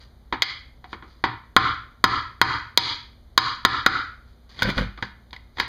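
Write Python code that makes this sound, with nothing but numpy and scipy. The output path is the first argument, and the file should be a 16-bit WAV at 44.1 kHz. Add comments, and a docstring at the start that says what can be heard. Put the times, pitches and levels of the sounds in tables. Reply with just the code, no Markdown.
"""A small workshop: at the bench, a screwdriver levers a steel sleeve out of a plastic intake manifold.
The sleeve gives way in loud snaps, each a crack plus the ringing modes of shell, sleeve and blade.
A limiter ducks each snap and lets the room swell back. Between snaps the blade knocks and scrapes;
near the end it slips off and the manifold rocks and shudders on the bench. Air and mains hum lie below."""
import sys
import numpy as np
from scipy import signal
from scipy.fft import rfft, irfft
from scipy.io import wavfile
from scipy.ndimage import uniform_filter1d, minimum_filter1d

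SR = 44100
rng = np.random.default_rng(int(sys.argv[2]) if len(sys.argv) > 2 else 0)


def master(y):
    """Save y as 16-bit WAV."""
    cut = np.clip(np.atleast_2d(y).T, -1, 1)
    pcm = np.round(cut * 32767)  # scale
    wavfile.write(sys.argv[1], SR, pcm.astype(np.int16))


N = 250484


def amp(db):
    """Decibels to gain."""
    return 10 ** (np.asarray(db) / 20)


def unit_rms(x):
    """Scales to rms 1."""
    return x / np.sqrt(np.mean(x ** 2) + 1e-20)


def curve_at(points, hz):
    """Interpolates over log frequency."""
    points_hz, values = np.transpose(points)
    return np.interp(np.log(hz + 1), np.log(points_hz + 1), values)


def add(mix, start_s, sound):
    """Mixes a sound in at start_s."""
    part = mix[max(round(start_s * SR), 0):][:len(sound)]
    part += sound[:len(part)]


def coloured(x, gain_db, size=4096):
    """Minimum-phase filter with response gain_db(hz)."""
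    log_gain = np.log(amp(gain_db(abs(np.fft.fftfreq(size, 1 / SR)))))
    taps = np.fft.ifft(np.exp(np.conj(signal.hilbert(log_gain)))).real[:size // 2]
    fade = signal.windows.tukey(size, .5)[size // 2:]
    return signal.oaconvolve(x, taps * fade)[:len(x)]


def ringing(modes, t):
    """One decaying sine per mode, as rows."""
    hz, level_db, t60_s = np.transpose(modes)[:, :, None]
    return amp(level_db) * np.exp(-np.log(1000) * t / t60_s) * np.sin(2 * np.pi * hz * t)


# Air noise spectrum: freq_hz, gain_db
AIR_SPECTRUM = [(12, -34), (20, -2.5), (68, 1), (163, -13), (241, -15.5), (399, -20.5), (678, -23.5),
                (2140, -33), (2750, -38.5), (3070, -35), (4180, -31.5), (5530, -41), (15200, -46.5),
                (16000, -64)]
# Mains partials: pitch_hz, level_db
MAINS_HUM = [(59.2, -52), (118.5, -64.5), (237, -66)]


def background(air_db=-50.5):
    """Steady room air and mains hum."""
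    air_gain = amp(curve_at(AIR_SPECTRUM, np.fft.rfftfreq(N, 1 / SR)))
    air = irfft(rfft(rng.standard_normal(N)) * air_gain, N)
    t = np.arange(N) / SR
    hum = sum(amp(db) * np.sqrt(2) * np.sin(2 * np.pi * (hz * t + rng.random())) for hz, db in MAINS_HUM)
    return amp(air_db) * unit_rms(air) + hum


def friction(strokes, gain_db, slips_per_s, spread_db, swing_db=20):
    """Tiny uneven slips; each stroke rises swing_db over build_s and falls as much over release_s."""
    sizes = amp(spread_db * np.minimum(rng.exponential(1, N), 4))
    slips = (rng.random(N) < slips_per_s / SR) * rng.choice([-1, 1], N) * sizes
    t = np.arange(N) / SR
    pressure = sum(amp(level_db - swing_db * np.maximum((peak_s - t) / build_s, (t - peak_s) / release_s))
                   for peak_s, level_db, build_s, release_s in strokes)
    return unit_rms(coloured(slips, gain_db)) * pressure


# Contact spectrum: freq_hz, gain_db
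CONTACT_SPECTRUM = [(40, -9), (110, -11.5), (190, -6.5), (320, -3), (620, -10.5), (850, -6), (1050, 1),
                    (1450, -2.5), (1750, 0), (3300, -5.5), (4800, -2), (5600, -11), (9000, -22.5),
                    (14000, -21.5)]


def contact_db(hz):
    """Response of the part's dense modes to a contact."""
    return curve_at(CONTACT_SPECTRUM, hz)


# Blade strokes: peak_s, level_db, build_s, release_s
SCRAPE_STROKES = [(0.016, -46.5, 0.022, 0.08), (0.926, -46.5, 0.049, 0.04), (1.1, -56.5, 0.12, 0.25),
                  (4.285, -62, 0.06, 0.15), (4.494, -48.5, 0.0046, 0.38), (4.592, -40.5, 0.022, 0.18),
                  (4.79, -36.5, 0.095, 0.075), (5.052, -45, 0.051, 0.06), (5.607, -33.5, 0.035, 0.07)]


def scrape():
    """The blade sticks and slips across the plastic shell."""
    tilt = [(1500, -4), (4500, 2.5), (9500, -5.5), (13000, -21.5)]  # freq_hz, gain_db
    gain_db = lambda hz: contact_db(hz) + curve_at(tilt, hz)
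    return friction(SCRAPE_STROKES, gain_db, slips_per_s=2400, spread_db=3.0)


# Room decay: freq_hz, t60_s
ROOM_DECAY = [(100, 0.48), (300, 0.2251), (1300, 0.4326), (4000, 0.405), (7000, 0.39), (14000, 0.1051)]
# Room response: freq_hz, gain_db
ROOM_SPECTRUM = [(50, -2.5), (112, 13.5), (190, -9), (330, 1.5), (620, -9), (920, 0), (1130, -4.5),
                 (1360, 2.5), (1600, -4.5), (2100, -3.5), (4600, -5), (6500, -14.5), (9000, -13.5),
                 (13000, -26)]


def workshop(x, first_echo_s=0.00043, size=32768):
    """Dense reflections, each band decaying at its own rate."""
    hz, t, bands = signal.stft(rng.standard_normal(size), SR, nperseg=256)
    decay = np.exp(-np.log(1000) * t / curve_at(ROOM_DECAY, hz)[:, None])
    tail = signal.istft(bands * decay, SR, nperseg=256)[1]
    tail *= np.clip(np.arange(len(tail)) / SR / first_echo_s - 1, 0, 1)
    tail = coloured(tail / np.linalg.norm(tail), lambda hz: curve_at(ROOM_SPECTRUM, hz))
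    return signal.fftconvolve(x, tail)[:N]


def chatter(t, chatter_s, grit=0.24, edge_hz=7000, size=2048):
    """Whitened micro-impacts that stop as the blade seats; the treble edge dies first."""
    impacts = rng.standard_normal(len(t)) * np.exp(grit * rng.standard_normal(len(t)) - t / chatter_s)
    power = uniform_filter1d(abs(rfft(impacts[:size])) ** 2, size=5)
    bins_hz = np.fft.rfftfreq(size, 1 / SR)
    white = coloured(impacts, lambda hz: -10 * np.log10(np.interp(hz, bins_hz, power) + 1e-9))
    dull = irfft(rfft(white) / (1 + (np.fft.rfftfreq(len(t), 1 / SR) / edge_hz) ** 10), len(t))
    edge = white - dull
    return dull * np.exp(-(t / (10 * chatter_s)) ** 2) + edge * np.exp(-(t / (3 * chatter_s)) ** 2)


# Modes of shell, sleeve and blade: pitch_hz, level_db, t60_s
PART_MODES = [(179, -30, 0.13), (283, -38.5, 0.33), (332, -20.5, 0.007), (772.5, -24, 0.17),
              (952.5, -6, 0.035), (1090, -2, 0.022), (1145, -19, 0.05), (1315, -22, 0.099),
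              (1440.5, -2.5, 0.031), (1380, -20, 0.0068), (1700, -20, 0.11), (1955, -6, 0.038),
              (2153, -11.5, 0.048), (2250, -8.5, 0.0022), (3194, -15.5, 0.056), (3345, 2.5, 0.013),
              (3784, -4.5, 0.039), (4158, -7.5, 0.024), (4914, -13, 0.083), (6400, -12.5, .012),
              (6855, -10.5, 0.015)]


def blows(hits, ring_db, room_db, runners_db, room_ring_db=-7, lift_octaves=.13, size=12000):
    """Crack plus modes, coloured by the contact point; the hollow runners sound near 850 Hz."""
    t = np.arange(size) / SR
    direct, to_room = np.zeros(N), np.zeros(N)
    modes = ringing(PART_MODES, t) * (-1) ** np.arange(len(PART_MODES))[:, None]
    for start_s, force_db, thud_db, shell_db, steel_db, edge_db, chatter_s, lift_hz, lift_db in hits:
        crack = unit_rms(coloured(chatter(t, chatter_s), contact_db))
        ring = unit_rms(amp(rng.standard_normal(len(modes))) @ modes)
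        hollow_db = (thud_db + shell_db) / 4 + runners_db
        colour = [(350, thud_db), (570, thud_db / 2 - runners_db), (790, hollow_db), (950, hollow_db),
                  (1300, shell_db), (2000, 0), (2500, 0), (4400, steel_db), (10000, edge_db)]
        # Each contact point favours one resonance.
        peak_db = lambda hz: lift_db / (1 + (np.log2((hz + 1) / lift_hz) / lift_octaves) ** 2)
        # The room hears all sides of the part, so single modes stand out less.
        for mix, modes_db in ((direct, ring_db), (to_room, room_ring_db)):
            blow = coloured(crack + amp(modes_db) * ring, lambda hz: curve_at(colour, hz) + peak_db(hz))
            blow *= np.sqrt(0.0096 * SR / np.sum(blow ** 2))  # energy of 9.6 ms at rms 1
            add(mix, start_s, amp(force_db) * blow)
    return direct + amp(room_db) * workshop(to_room)


# Blade knocks: start_s, force_db, hardness_db, chatter_s, lift_hz, lift_db
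BLADE_KNOCKS = [(0.3253, -17, -5, 0.013, 925, 1.5), (0.842, -37, -3, 0.011, 740, 20.5),
                (0.93, -27.5, -5, 0.011, 990, 0), (1.024, -37, -7.5, 0.027, 1310, 3),
                (1.2397, -8, -4, 0.0074, 896, 5.5), (4.591, -28, -0.5, 0.055, 3300, 8),
                (4.6214, -9.5, 3.5, 0.0063, 1513, 18.5), (4.63, -18, 12.5, 0.0036, 1450, 15),
                (4.701, -25, 3, 0.0088, 1900, 1), (4.779, -20, -0.5, 0.0045, 1490, 15.5),
                (4.976, -37, -4, 0.01, 940, 0), (4.988, -39.5, -3, 0.0017, 1220, 26),
                (5.0253, -21, -1, 0.0086, 1606, 11.5), (5.308, -50.5, 6.5, 0.0019, 4050, 10),
                (5.3302, -33, 0.5, 0.011, 1930, -3), (5.3635, -37, 4, 0.0019, 2065, 12.5),
                (5.571, -35, -1, 0.012, 810, 15), (5.584, -24.5, -2, 0.038, 1620, 1.5),
                (5.599, -11.5, 2.5, 0.0047, 1570, 8.5)]
# Knock colour, rows thud, shell, steel, edge: base_db, db_per_hardness_db
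KNOCK_BANDS = [(-0.5, -1.65), (-7.5, -1.43), (-5, 0.87), (-16.5, 1.8)]


def knocks():
    """The blade hits plastic or steel; a harder touch trades thud and shell for steel and edge."""
    hits = []
    for start_s, force_db, hardness_db, chatter_s, lift_hz, lift_db in BLADE_KNOCKS:
        bands_db = [base_db + slope * hardness_db for base_db, slope in KNOCK_BANDS]
        hits.append((start_s, force_db, *bands_db, chatter_s, lift_hz, lift_db))
    return blows(hits, ring_db=-2.5, room_db=-8, runners_db=2.54)


# Sleeve slips: start_s, force_db, shell_db, steel_db, lift_hz, lift_db
SLEEVE_SNAPS = [(0.4211, 4, -7.5, 3.5, 2100, 5.5), (1.5647, 15.5, 5.5, -5, 1085, 5),
                (2.0410, 15.5, 8.5, 0, 1097, 2), (2.4151, 15.5, 3.5, -1.5, 1065, 7.5),
                (2.7749, 16.5, -6, 5, 938, 8.5), (3.3772, 13.5, 1.5, 4.5, 1110, 8.5),
                (3.6501, 14, 6.5, 1, 1750, 2.5), (3.8627, 13, 7, -2, 1670, 0)]


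def snaps(full_force_db=16.5, full_chatter_s=0.0031, db_per_halving=15.5):
    """The sleeve gives way; more force means shorter chatter, more thud and more edge."""
    hits = []
    for start_s, force_db, shell_db, steel_db, lift_hz, lift_db in SLEEVE_SNAPS:
        excess_db = force_db - full_force_db
        thud_db = 1.24 + 0.8 * excess_db + 0.55 * shell_db
        edge_db = -0.5 + 0.7 * excess_db + 0.83 * steel_db
        chatter_s = full_chatter_s * 2 ** (-excess_db / db_per_halving)
        hits.append((start_s, force_db, thud_db, shell_db, steel_db, edge_db, chatter_s, lift_hz, lift_db))
    return blows(hits, ring_db=-1.0, room_db=-14.0, runners_db=-2)


# Drops onto the bench: start_s, level_db, lowest_mode_db
BENCH_BUMPS = [(4.624, -23.5, -13), (4.653, -27, 16.5), (4.772, -31.5, 29), (4.787, -23, -5),
               (4.819, -29.5, -16), (5.025, -36, -6)]
# Modes of the manifold on the bench: pitch_hz, level_db, t60_s
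BENCH_MODES = [(48.8, -14.5, 0.43), (84.8, -7, 0.1), (114.6, 5, 0.14), (159.6, -2.5, 0.18),
               (198.5, -2, 0.35), (244, -5, 0.17), (509, 4.5, 0.066)]


def bumps(size=20000):
    """The manifold rocks; each landing rings its low modes on the bench."""
    modes = ringing(BENCH_MODES, np.arange(size) / SR)
    mix = np.zeros(N)
    for start_s, level_db, lowest_mode_db in BENCH_BUMPS:
        thud = amp(lowest_mode_db) * modes[0] + modes[1:].sum(0)
        add(mix, start_s, amp(level_db) * thud)
    return mix


# Manifold slides: peak_s, level_db, build_s, release_s
SHUDDER_STROKES = [(4.695, -22, 0.088, 0.032), (4.782, -23, 0.019, 0.083)]
# Bench friction spectrum: freq_hz, gain_db
SHUDDER_SPECTRUM = [(30, -21), (120, 5), (230, 3.5), (400, -2.5), (900, -9), (1450, -3), (2400, -3),
                    (4500, -13.5), (6500, -30), (9500, -36), (14500, -42)]


def shudder():
    """The manifold sticks and slips across the bench top."""
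    gain_db = lambda hz: curve_at(SHUDDER_SPECTRUM, hz)
    return friction(SHUDDER_STROKES, gain_db, slips_per_s=5100, spread_db=3.5)


def scene():
    """Tool and manifold close by in a small hard room, mono."""
    impacts = snaps() + knocks()
    rubbing = scrape() + shudder()
    rubbing_echo = amp(-7) * workshop(rubbing)
    return (impacts + rubbing + rubbing_echo + bumps() + background())[None]


# Microphone response: freq_hz, gain_db
MIC_RESPONSE = [(15, -10.5), (40, -1.5), (13000, -1), (14800, -5), (16000, -7.5)]
# Microphone port notches: centre_hz, width_hz, gain_db
PORT_NOTCHES = [(2682, 231, -20), (5418, 360, -19), (7854, 820, -20.5), (10820, 380, -19.5)]


def microphone_db(hz):
    """Roll-off at both ends, plus the port notches."""
    notches_db = sum(gain_db / (1 + ((hz - centre_hz) / (width_hz / 2)) ** 2)
                     for centre_hz, width_hz, gain_db in PORT_NOTCHES)
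    return curve_at(MIC_RESPONSE, hz) + notches_db


def limiter(x, threshold_db=-8, slope=0.68, recovery_db_per_s=190, hold_samples=44):
    """Gain drops at once on a peak and climbs back steadily, lifting the echo."""
    demand_db = slope * np.maximum(20 * np.log10(abs(x) + 1e-9) - threshold_db, 0)
    climb_db = np.arange(N) / SR * recovery_db_per_s
    cut_db = np.maximum.accumulate(demand_db + climb_db) - climb_db
    held_gain_db = minimum_filter1d(-cut_db, hold_samples)
    return x * amp(uniform_filter1d(held_gain_db, hold_samples))


def record(dry):
    """Microphone, limiter, full-scale clip, 15.9 kHz low-pass."""
    picked_up = coloured(dry[0], microphone_db)
    clipped = np.clip(limiter(picked_up), -1, 1)
    lowpass = signal.firwin(255, 15900, window=("kaiser", 9), fs=SR)
    return signal.oaconvolve(clipped, lowpass, "same")[None]


dry = scene()
out = record(dry)
master(out)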